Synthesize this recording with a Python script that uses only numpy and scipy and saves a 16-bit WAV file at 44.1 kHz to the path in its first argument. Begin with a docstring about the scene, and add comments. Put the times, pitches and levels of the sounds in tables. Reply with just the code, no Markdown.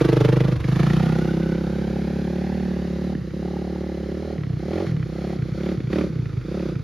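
"""A hard exhaust bark and cracks from close by: a single-cylinder four-stroke dirt bike pulls away
and climbs a rough forest track, the throttle opened and shut in bursts near the top.
Each firing rings the exhaust pipe modes and blows a puff of noise; with the throttle shut a soft, low
thud is left. Trees scatter the sound back; with distance the puffs blur into a steadier wash."""
import sys
import numpy as np
from scipy import signal
from scipy.fft import rfft, irfft, next_fast_len
from scipy.io import wavfile

SR = 44100
rng = np.random.default_rng(int(sys.argv[2]) if len(sys.argv) > 2 else 0)


def unload_audio(sound):
    """Save the sound as a 16-bit wav file, at the path given as the first command line argument."""
    columns = np.transpose(np.atleast_2d(sound))
    # keep every value between -1 and 1, then stretch to whole-number steps
    steps = np.round(np.clip(columns, -1, 1) * 32767)
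    wavfile.write(sys.argv[1], SR, steps.astype(np.int16))


N = 301203
TIME = np.arange(N) / SR


def from_db(db):
    """Decibels to gain."""
    return 10 ** (np.asarray(db) / 20)


def rms_one(x):
    """Scale to unit power."""
    return x / np.sqrt(np.mean(x ** 2) + 1e-20)


def read(rows, when):
    """The columns of a curve at the given times."""
    s, *columns = np.transpose(rows)
    return [np.interp(when, s, c) for c in columns]


def at_hz(points, hz):
    """A spectrum read on a log-frequency axis."""
    f, value = np.transpose(points)
    return np.interp(np.log(hz), np.log(f), value)


def butter(x, hz, kind, order=2):
    """Butterworth filter."""
    sos = signal.butter(order, np.clip(hz, 10, .45 * SR), kind, fs=SR, output="sos")
    return signal.sosfilt(sos, x)


# Stereo width. Each row: frequency in Hz, side minus mid in dB.
WIDTH = [(100, -21), (400, -8), (2500, -15.5), (5000, -11), (9000, 2.5)]
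# Stereo balance. Each row: frequency in Hz, left minus right in dB.
BALANCE = [(100, -8), (400, -9), (1400, -2.5), (2800, -0.5), (5000, 2.2), (9000, 0)]


def stereo_noise(spectrum):
    """Coloured noise, mid of unit power; width and balance vary with frequency."""
    size = next_fast_len(N, True)
    hz = np.maximum(np.fft.rfftfreq(size, 1 / SR), 1)
    mid, side = rfft(rng.standard_normal((2, size)))
    sign = np.array([[1], [-1]])
    low_hz, high_hz = spectrum[0][0], spectrum[-1][0]
    ends = 1 / (1 + (low_hz / hz) ** 4) / (1 + (hz / high_hz) ** 12)
    gain = ends * from_db(at_hz(spectrum, hz) + sign * at_hz(BALANCE, hz) / 2)
    both = irfft(gain * (mid + sign * side * from_db(at_hz(WIDTH, hz))))[:, :N]
    return both / np.std(both.mean(axis=0))


def lay_out(shapes, when):
    """Add one short shape per event along the time line."""
    out = np.zeros(N + 2 * SR)   # a spare second at each end
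    for shape, start in zip(shapes, ((when + 1) * SR).astype(int)):
        out[start:start + len(shape)] += shape
    return out[SR:SR + N]


# Throttle twists; revs climb to a top, then sink until the next. Each row: lowest revs in seconds,
# opens in seconds, wide open in seconds, top revs in seconds, eases in seconds, shut in seconds,
# lowest firings per second, top firings per second, strength in dB, later coasting thud in dB.
PULLS = [(-.1, -.1, -.05, 0, .48, .555, 26.2, 26.18, 0, -27),
         (.582, .625, .8, 1.015, 3.11, 3.205, 23.64, 31.83, 0, -27),
         (3.214, 3.225, 3.45, 3.42, 4.33, 4.38, 30.14, 36.05, 0, -26.5),
         (4.546, 4.56, 4.76, 4.834, 4.835, 4.868, 28.4, 47.84, 6.3, -24.3),
         (5.029, 5.04, 5.24, 5.29, 5.33, 5.385, 30.16, 36.23, 0, -25.5),
         (5.415, 5.435, 5.68, 5.708, 5.72, 5.775, 29.67, 37.44, 3.5, -25.8),
         (5.855, 5.885, 5.93, 5.966, 6.005, 6.11, 28.7, 38.65, 8.5, -26.3),
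         (6.396, 6.43, 6.55, 6.574, 6.69, 6.755, 23.5, 37.63, 2, -26.5)]
# Speed between those turning points, set by slope and ruts. Each row: time in seconds, firings per second.
GROUND_SPEED = [(.2, 24.78), (.501, 26.17), (1.984, 35.0), (2.173, 34.88), (2.556, 37.5), (2.95, 35.35),
                (3.12, 37.68), (3.905, 36.55), (4.052, 34.2), (4.204, 38.58), (4.399, 37.28), (6.745, 28.1)]


def speed(when):
    """Firings per second: the pulls' turning points joined with the ground's."""
    low_s, _, _, top_s, _, _, low_rate, top_rate, _, _ = np.transpose(PULLS)
    turns = np.vstack([np.c_[low_s, low_rate], np.c_[top_s, top_rate], GROUND_SPEED])
    return read(turns[np.argsort(turns[:, 0])], when)[0]


FULL_FLOW_PER_S = 37   # firings per second


def overrev(when):
    """Octaves of engine speed past full flow."""
    return np.log2(np.maximum(speed(when) / FULL_FLOW_PER_S, 1))


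# Single charges burn badly and give only a thud. Each row: time in seconds, thud in dB.
STUMBLES = [(3.153, -38), (3.215, -29), (3.31, -34), (4.568, -28), (5.035, -29), (5.52, -25), (5.808, -38),
            (6.13, -31), (6.3, -32), (6.42, -40)]
STUMBLE_S = .02   # reach on either side
SNAP_S = .02   # switch between coasting and pulling
LIGHT_DB = -6   # barely open against wide open


def throttle(when):
    """Load 0 to 1, pull strength in dB, coasting thud in dB, opening 0 to 1."""
    _, opens, wide, _, eases, shut, _, _, strength_db, coast_db = np.transpose(PULLS)
    stumble_s, stumble_db = np.transpose(STUMBLES)
    t = when[:, None]
    rise = (t - opens) / np.maximum(wide - opens, SNAP_S)
    fall = (shut - t) / np.maximum(shut - eases, SNAP_S)
    opening = np.clip(np.minimum(rise, fall), 0, 1)
    widest = opening.max(axis=1)
    stumble = np.clip(2 - 2 * np.abs(t - stumble_s) / STUMBLE_S, 0, 1)
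    sound = 1 - stumble.sum(axis=1)   # share of healthy burn
    load = sound * np.clip(np.minimum(t - opens, shut - t) / SNAP_S, 0, 1).max(axis=1)
    last_shut = np.maximum(np.searchsorted(eases, when) - 1, 0)
    pull_db = load * (opening @ strength_db + LIGHT_DB * (1 - widest))
    return load, pull_db, sound * coast_db[last_shut] + stumble @ stumble_db, widest


# Levels under load as the bike rides away. Each row: time in seconds, pipe thud in dB,
# exhaust bark in dB, rasp in dB (all before the pull's strength).
RECEDING = [(0, -21.7, -17.5, -33.3), (.33, -19.3, -23.5, -34.8), (.46, -19, -28.3, -37.3),
            (.62, -18.7, -30.5, -38), (.86, -18.2, -28.7, -34.7), (1.35, -23.3, -27.3, -42),
            (1.55, -25, -28.2, -44.2), (2.55, -26.9, -31.3, -45.5), (3.1, -27.6, -32.7, -46.5),
            (3.27, -29, -31, -46.5), (3.45, -28.8, -31.5, -47.4), (3.9, -32.3, -32.3, -48.3),
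            (4.35, -32, -30.7, -46.9), (5.25, -28.8, -30.8, -44.8), (6.6, -30.5, -31.5, -46)]
SHUT_BARK_DB, SHUT_RASP_DB, SHUT_HUM_DB = -11.5, -4.5, -3   # change with the throttle shut
HUM_DB, HUM_FADE_DB_PER_S = -33, -.6   # under load
THUD_FOLLOWS, HUM_FOLLOWS, RASP_FOLLOWS = .65, .45, .75   # dB per dB of pull
OVERREV_THUD_DB, OVERRUN_RASP_DB = -17, 30   # per octave past full flow; rasp with the throttle shut


def effort(when):
    """Levels of crank hum, pipe thud, bark and rasp in dB, from throttle and distance."""
    load, pull_db, coast_db, _ = throttle(when)
    thud_db, bark_db, rasp_db = read(RECEDING, when)
    shut, over = 1 - load, overrev(when)
    hum_db = HUM_DB + HUM_FADE_DB_PER_S * when + HUM_FOLLOWS * pull_db + SHUT_HUM_DB * shut
    thud_db = load * (thud_db + OVERREV_THUD_DB * over) + shut * coast_db + THUD_FOLLOWS * pull_db
    bark_db = bark_db + pull_db + SHUT_BARK_DB * shut * np.exp(-2 * over)
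    rasp_db = rasp_db + RASP_FOLLOWS * pull_db + (SHUT_RASP_DB + OVERRUN_RASP_DB * over) * shut
    return hum_db, thud_db, bark_db, rasp_db


LOADED_HZ, COASTING_HZ = 195, 149   # at full flow
LOADED_SLOPE, COASTING_SLOPE = .78, .48   # octaves of pitch per octave of engine speed


def pipe_tuning(when):
    """Lowest pipe resonance in Hz: hot gas and faster flow raise it, until full flow."""
    load, flow = throttle(when)[0], np.minimum(speed(when) / FULL_FLOW_PER_S, 1)
    loaded_hz = LOADED_HZ * flow ** LOADED_SLOPE
    coasting_hz = COASTING_HZ * flow ** COASTING_SLOPE
    return load * loaded_hz + (1 - load) * coasting_hz


HOT_HZ = 184   # pipe tuning at which the modes have their listed pitch
STEADY_SHARE = .7   # scatter between firings that remains under load
SWING_S = -.0024   # first pressure pulse, relative to the firing
SAG_AT_S, SAG_S = .006, .007   # middle and length of the pitch slide


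def pipe(when, modes, level_db, rough_db, detune, mode_db, roundness, bends, sag=0, coast_damping=1):
    """Every firing rings the pipe modes, with slightly different strengths and tuning."""
    lead_s = .016
    age = np.arange(SR // 15) / SR - lead_s
    rate, pipe_hz = speed(when), pipe_tuning(when)
    load = throttle(when)[0][:, None]
    # a faster gas flow damps the pipe more
    damping = (rate[:, None] / 35) ** (0.7 * load) * coast_damping ** (1 - load)
    # all modes swing together as the first pressure pulse leaves; cooling gas slides them down
    slide = 1 - sag * load * damping * np.tanh((age - SAG_AT_S) / SAG_S)
    clock = np.cumsum(slide, axis=1) / SR
    clock = clock - clock[:, [np.searchsorted(age, SWING_S)]]
    rings = 0
    for (hz, width_hz, db, follows, crest_s), extra_db, bend in zip(modes, mode_db, bends):
        tune, strength = rng.standard_normal((2, len(when))) * STEADY_SHARE ** load[:, 0]
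        pitch_hz = hz * bend * (pipe_hz / HOT_HZ) ** follows * (1 + detune * tune)
        gain = from_db(db + extra_db + rough_db * strength)
        # muffler chambers round off the attack: swell to the crest, then die away
        u = np.maximum(1 + (age - crest_s / damping) * width_hz * damping * 2.4, 0)
        swell = (u * np.exp(1 - u)) ** roundness
        rings = rings + gain[:, None] * swell * np.cos(2 * np.pi * pitch_hz[:, None] * clock)
    power = np.sum(rings ** 2, axis=1) * rate / SR
    return lay_out(rings * (from_db(level_db) / np.sqrt(power))[:, None], when - lead_s)


# Muffler chambers from right behind. Each row: pitch in Hz, width in Hz, level in dB,
# share of the pipe tuning followed, crest after the firing in seconds.
CLOSE_MODES = [(325, 80, 0, 0, -.0002), (455, 78, 0, 0, .0004), (585, 90, -1, 0, 0)]
# Drift of the upper two. Each row: time in seconds, second's pitch ratio, third's pitch ratio,
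# second's level in dB, third's level in dB.
CLOSE_RING = [(.05, 1.01, 1.07, -3, -15), (.2, .96, .96, -1, -7), (.34, 1.02, .99, 1, -2),
              (.48, 1.08, 1.04, -2, -6)]


def close_bark(when, level_db):
    """Right behind the muffler its chambers ring on, the upper two shifting as the bike moves off."""
    second, third, second_db, third_db = read(CLOSE_RING, when)
    return pipe(when, CLOSE_MODES, level_db, rough_db=1.8, detune=.02,
                mode_db=[0, second_db, third_db], roundness=3.2, bends=[1, second, third])


# Low pipe modes. Each row: hot pitch in Hz, width in Hz, level in dB,
# share of the pipe tuning followed, crest after the firing in seconds.
THUD_MODES = [(184, 65, 18, 1, 0.004), (97, 56, -9, 0.85, 0.007), (120.3, 31, -11, 0.15, 0.012)]


def pipe_thud(when, level_db):
    """The low pipe modes; the pitch slides down as the gas cools, and coasting damps them more."""
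    flat = np.zeros(len(THUD_MODES))
    return pipe(when, THUD_MODES, level_db, rough_db=3.5, detune=0.023, mode_db=flat,
                roundness=1.65, bends=flat + 1, sag=.2, coast_damping=1.06)


# Crank hum orders. Each row: multiple of the firing rate, relative level in dB.
HUM_ORDERS = [(1, -18), (2, 0), (3, -17)]


def crank_hum(cycles, level_db):
    """The crank turns twice per firing and hums mainly at that rate."""
    orders = sum(from_db(db) * np.sin(2 * np.pi * k * cycles + 1.0) for k, db in HUM_ORDERS)
    return from_db(level_db) * np.sqrt(2) * orders


def puffs(when, level_db, rise_s, decay_s):
    """Envelope of the gas jet: it swells as the valve opens, then fades."""
    lead_s = .025
    age = np.arange(SR // 14) / SR - lead_s
    shape = np.exp(np.minimum(age / rise_s, -age / decay_s))
    power = from_db(2 * level_db) / (np.sum(shape ** 2) * speed(when) / SR)
    return np.sqrt(lay_out(power[:, None] * shape ** 2, when - lead_s))


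# Roar colour. Each row: frequency in Hz, density in dB per Hz.
ROAR = [(380, 0), (560, -3), (700, -11), (980, -6.5), (1150, -11)]
ROAR_DB, ROAR_FOLLOWS, SHUT_ROAR_DB = -24, .8, -10   # against the thud, dB per dB of pull, shut


def pipe_roar(when, thud_db):
    """Turbulence roars in the pipe mouth with each firing."""
    load, pull_db, _, _ = throttle(when)
    level_db = thud_db + ROAR_DB + ROAR_FOLLOWS * pull_db + SHUT_ROAR_DB * (1 - load)
    return puffs(when, level_db, rise_s=.005, decay_s=.011) * stereo_noise(ROAR)


FAR_SHARE, BLUR_S, SHARE_PER_DB = .25, 1.55, .05


def direct_share(when):
    """Share of the rasp not yet blurred by trees: falls with distance, rises with the pull."""
    near = np.exp(-(when / BLUR_S) ** 2)
    share = FAR_SHARE + (1 - FAR_SHARE) * near + SHARE_PER_DB * throttle(when)[1]
    return np.clip(share, .05, .95)


def flutter(depth_db, rate_hz):
    """Turbulence makes the jet ragged; unit power."""
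    return rms_one(from_db(depth_db * rms_one(butter(rng.standard_normal(N), rate_hz, "low"))))


# Jet colour. Each row: frequency in Hz, density in dB per Hz.
PUFF = [(450, -18.5), (720, -1), (1000, -6.5), (1350, -5), (1700, -10), (2160, -11.3), (3730, -15.5),
        (6700, -27.5), (8000, -42), (10000, -31), (13600, -36)]


def gas_jet(when, level_db):
    """Each firing blows a ragged puff of hiss."""
    envelope = puffs(when - .0025, level_db, rise_s=0.0065, decay_s=.0125)
    return from_db(0.6) * envelope * flutter(depth_db=1.2, rate_hz=390) * stereo_noise(PUFF)


def muffler_rattle(when, level_db, decay_s):
    """The thin muffler shell answers every firing with the same dense, short ring."""
    age = np.arange(SR // 30) / SR
    ring = butter(rng.standard_normal(len(age)), [950, 2400], "band")
    ring = ring * np.sqrt(age) * np.exp(-age / decay_s)
    gain = from_db(level_db) / np.sqrt(np.sum(ring ** 2) * speed(when) / SR)
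    return lay_out(gain[:, None] * ring, when)


KNOCK_DB, KNOCK_FADE_DB_PER_S, KNOCK_LEAD_S = -29, -9, .0105


def knock(when, decay_s):
    """The piston knocks just before the exhaust valve opens, under load; it fades with distance."""
    age = np.arange(SR // 60) / SR
    gain = from_db(KNOCK_DB + KNOCK_FADE_DB_PER_S * when) * throttle(when)[0]
    shape = np.tanh(age / .0005) * np.exp(-age / decay_s)
    envelope = lay_out(gain[:, None] * shape, when - KNOCK_LEAD_S)
    return envelope * stereo_noise([(1400, -4), (2000, 0), (3000, -10)])


# Scattered rasp colour. Each row: frequency in Hz, density in dB per Hz.
SCATTER = [(650, -32), (1000, -9.5), (1300, -2.5), (1650, -3), (2070, -6), (3100, -12.5), (4200, -9),
           (6900, -19.5), (8000, -38.5), (10500, -22.5), (13600, -29)]


def tree_wash(level_db):
    """The rasp that the trees have blurred into steady noise."""
    blurred = np.sqrt(1 - direct_share(TIME))
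    return from_db(-0.73) * from_db(level_db) * blurred * stereo_noise(SCATTER)


# Gear whine. Each row: time in seconds, level in dB.
WHINE = [(.6, -50), (1.25, -47), (1.6, -48.5), (2.1, -68)]


def gear_whine(cycles, mesh_per_firing, width_hz):
    """Primary gear teeth mesh at a multiple of the firing rate, unsteadily, while the bike is near."""
    level_db, = read(WHINE, TIME)
    waver = butter(rng.standard_normal(N), width_hz, "low")
    return from_db(level_db) * rms_one(waver * np.sin(2 * np.pi * mesh_per_firing * cycles))


# Rumble colour. Each row: frequency in Hz, density in dB per Hz.
RUMBLE = [(30, -8), (60, 11), (150, 9.5), (400, 7), (700, -12), (1100, -19)]
RUMBLE_DB, RUMBLE_FOLLOWS = -27.5, .5   # dB per dB of thud


def rumble(thud_db):
    """Low turbulence, following part of the thud's level."""
    return from_db(RUMBLE_DB + RUMBLE_FOLLOWS * thud_db) * stereo_noise(RUMBLE)


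# Ground echo, closing in on the direct sound. Each row: time in seconds, delay in ms.
GROUND_ECHO = [(0, 2.6), (.5, 1.9), (1.2, 1.4), (3, 1.0), (6.8, .8)]
GROUND_SHARE = .3


def off_the_ground(x):
    """The track reflects the rasp, combing it with notches that glide upward."""
    delay_ms, = read(GROUND_ECHO, TIME)
    earlier = TIME - delay_ms / 1000
    echo = np.array([np.interp(earlier, TIME, side) for side in butter(x, 4000, "low", order=1)])
    return (x + GROUND_SHARE * echo) / np.sqrt(1 + GROUND_SHARE ** 2)


def far_off(x, dull_hz):
    """With distance air and foliage dull the treble, soft ground cuts a dip, the shell rings above it."""
    near = np.exp(-TIME / 7.8)
    x = x - .35 * np.clip(TIME / 2.2, 0, 1) ** 2 * butter(x, [860, 1080], "band", order=1)
    x = x + .3 * (1 - near ** 2) * butter(x, [1370, 1500], "band", order=1)
    return near * x + (1 - near) * butter(x, dull_hz, "low", order=1)


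def forest(x, t60_s, dull_hz):
    """Many weak echoes from trunks, different on each side."""
    age = np.arange(SR // 2) / SR
    decay = from_db(-60 * age / t60_s)
    trunks = rng.standard_normal((2, len(age))) * (rng.random((2, len(age))) < .02)
    echoes = butter(trunks * decay * (age > .012), dull_hz, "low")
    echoes = echoes[0] + 0.32 * echoes[1] * np.array([[1], [-1]])
    echoes = echoes / np.sqrt(np.sum((trunks[0] * decay) ** 2))
    return signal.fftconvolve(x[None], echoes, axes=1)[:, :N]


# Exhaust overtones. Each row: hot pitch in Hz, width in Hz, level in dB,
# share of the pipe tuning followed, crest after the firing in seconds.
BARK_MODES = [(351, 76, 2, 0.46, -0.0012), (530, 72, -2.5, 0.46, 0), (760, 98, -15, 0.27, 0.0048),
              (318, 40, -17, 0, .005)]
# Third overtone, coming and going along the track. Each row: time in seconds, added level in dB.
THIRD = [(0, -8), (.55, -6), (.83, 10), (1.1, 7), (1.35, -6), (1.95, 5), (2.2, 1), (2.52, 7), (2.95, -4),
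         (3.12, 6), (3.22, -9), (3.38, -9), (3.43, 6), (4.1, -2), (4.35, 6), (4.7, 7), (4.83, 0),
         (5.3, 5.5), (6, -8), (6.6, -2)]
LIGHT_THIRD_DB, THIRD_ROUGH_DB, THIRD_WAVER = -6, 2, .03   # barely open; scatter in level, pitch ratio
THIRD_START_RATIO, THIRD_FALL_PER_S = 1.07, .02
SECOND_DB = -4
CHAMBER_FOLLOWS = 1.3   # dB per dB of pull
OVERREV_BARK_SLOPE = .28   # octaves of pitch per octave past full flow


def track_bark(when, level_db):
    """The pipe overtones: the third sinks slowly, a muffler chamber rings out on a hard pull."""
    _, pull_db, _, opening = throttle(when)
    waver, flare = rng.standard_normal((2, len(when)))
    third_db = read(THIRD, when)[0] + LIGHT_THIRD_DB * (1 - opening) + THIRD_ROUGH_DB * flare
    chamber_db = CHAMBER_FOLLOWS * np.maximum(pull_db, 0)
    lift = 2 ** (OVERREV_BARK_SLOPE * overrev(when))
    third = THIRD_START_RATIO - THIRD_FALL_PER_S * when + THIRD_WAVER * waver
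    return pipe(when, BARK_MODES, level_db, rough_db=1.5, detune=0.014,
                mode_db=[0, SECOND_DB, third_db, chamber_db], roundness=3.6, bends=[lift, 1, third, lift])


def cracks(s, db, decay_s):
    """Late-burning fuel pops in the muffler: a few milliseconds of throaty noise each."""
    age = np.arange(SR // 50) / SR
    envelope = lay_out(from_db(db)[:, None] * np.tanh(age / .0005) * np.exp(-age / decay_s), s)
    return envelope * stereo_noise([(900, -0.5), (1800, 5), (5500, -20)])


# Sharp cracks as the throttle snaps or a charge burns hard. Each row: time in seconds, relative level in dB.
CRACKS = [(.247, -19), (.327, -23), (.404, -19), (.642, -26), (.7585, -25), (.795, -23), (.831, -20),
          (.866, -23), (.9005, -22), (.9335, -25), (.998, -24), (1.030, -26), (3.1502, -30.5), (3.306, -33),
          (4.38, -33), (4.4343, -28), (4.593, -36), (4.7321, -29), (4.7795, -26), (4.801, -29),
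          (4.9651, -29), (5.0275, -27.5), (5.4211, -30), (5.6327, -31), (5.6611, -28), (5.69, -28),
          (5.715, -30), (5.8027, -29), (5.9304, -20), (5.9575, -25), (5.9855, -19.5), (6.0105, -22.5),
          (6.1559, -32), (6.256, -32), (6.329, -34), (6.369, -34), (6.594, -31), (6.7545, -30)]


def snaps():
    """Single sharp cracks from the muffler."""
    s, db = np.transpose(CRACKS)
    return from_db(-6) * cracks(s, db, decay_s=0.0037)


# Deep chugs as the throttle is chopped. Each row: time in seconds, pitch in Hz, relative level in dB.
CHUGS = [(.572, 80, -21), (.614, 78, -22)]


def chugs(length_s):
    """Each chug is a couple of slow swings of the gas in the pipe; length is for 80 Hz."""
    age = np.arange(-SR // 25, SR // 25) / SR
    s, hz, db = np.transpose(CHUGS)
    hz = hz[:, None]
    swell = np.exp(-(age / (length_s * 80 / hz)) ** 2)
    return lay_out(from_db(db)[:, None] * swell * np.sin(2 * np.pi * hz * age), s + age[0])


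# Rasp on the steep part of the climb. Each row: time in seconds, level in dB.
CLIMB_RASP = [(1.5, -66), (1.95, -55), (2.2, -55), (2.52, -50), (2.85, -55.5), (3.3, -76)]
# Its colour. Each row: frequency in Hz, density in dB per Hz.
CLIMB_COLOUR = [(1200, -7), (1850, 0), (2200, 0), (2700, -11)]


def climb_rasp(when):
    """Puffs of noise near 2 kHz that stand out on the steep part."""
    level_db, = read(CLIMB_RASP, when)
    return puffs(when, level_db, rise_s=.008, decay_s=.016) * stereo_noise(CLIMB_COLOUR)


def overrun_pops(when, level_db):
    """Once the muffler is hot, charges pop unevenly in it whenever the throttle is shut."""
    shut = (throttle(when)[0] < .5) & (when > 3)
    return cracks(when[shut] - .003, level_db[shut], decay_s=0.0043)


# Backfires as the throttle is chopped. Each row: time in seconds, relative level in dB.
BACKFIRES = [(3.1512, -15.5), (5.8035, -19)]


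def backfires(start_hz, end_hz, glide_s, rise_s, decay_s):
    """Unburnt fuel goes off in the pipe: a sudden bang whose ring drops in pitch."""
    s, db = np.transpose(BACKFIRES)
    age = np.arange(SR // 20) / SR
    turns = np.cumsum(end_hz + (start_hz - end_hz) * np.exp(-age / glide_s)) / SR
    swell = np.tanh(age / rise_s) * np.exp(-(age / decay_s) ** 2)
    return lay_out(-from_db(db)[:, None] * np.sin(2 * np.pi * turns) * swell, s)


CLOSE_S = .6   # muffler right in front
COAST_UNEVEN_DB = 1.0   # spread between firings, throttle shut


def scene():
    """One firing per two crank turns drives thud, bark and rasp; the crank hums along."""
    cycles = np.cumsum(speed(TIME)) / SR - .4
    when = np.interp(np.arange(int(cycles[-1]) + 1), cycles, TIME)
    late, burn, misfire = rng.standard_normal((3, len(when)))
    when = when + 0.00016 * late   # no two charges burn alike
    _, thud_db, bark_db, puff_db = effort(when)
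    hum_db, thud_curve_db, _, rasp_db = effort(TIME)
    uneven_db = COAST_UNEVEN_DB * (1 - throttle(when)[0]) * misfire

    behind = np.clip(np.exp(-(when / CLOSE_S) ** 6), 1e-6, 1 - 1e-6)   # share of power
    bark_db = bark_db + 1.5 * uneven_db + .6 * burn
    bark = close_bark(when, bark_db + 10 * np.log10(behind))
    bark = bark + track_bark(when, bark_db + 10 * np.log10(1 - behind))
    thud = pipe_thud(when, thud_db + uneven_db + 0.45 * burn)
    bangs = backfires(start_hz=390, end_hz=140, glide_s=.004, rise_s=.002, decay_s=.011)
    low = from_db(1.18) * thud + crank_hum(cycles, hum_db) + chugs(length_s=.013) + bangs
    exhaust = low * from_db([[-.3], [.3]]) + from_db(0.19) * bark * from_db([[-1.3], [1.3]])

    jet_db = puff_db + 10 * np.log10(direct_share(when)) + 0.65 * burn
    rattle = muffler_rattle(when - .006, jet_db - 12, decay_s=.005) * from_db([[-1], [1]])
    rasp = gas_jet(when, jet_db) + rattle + knock(when, decay_s=.003) + tree_wash(rasp_db)
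    rasp = rasp + snaps() + climb_rasp(when) + overrun_pops(when, puff_db + 5 + 2.2 * burn)
    rasp = far_off(off_the_ground(rasp), dull_hz=8500)
    rasp = rasp + gear_whine(cycles, mesh_per_firing=45.2, width_hz=35)

    echoes = from_db(-10.5) * forest(thud + bark + bangs, t60_s=.6, dull_hz=2500)
    return exhaust + pipe_roar(when, thud_db) + rasp + rumble(thud_curve_db) + echoes


CUTOFF_HZ = 13700


def record(dry):
    """The microphone sheds the deep bass; the top is cut."""
    thin = butter(dry, 39.6, "high", order=4)
    return signal.sosfilt(signal.ellip(10, .2, 80, CUTOFF_HZ, fs=SR, output="sos"), thin)


dry = scene()
out = record(dry)
unload_audio(out)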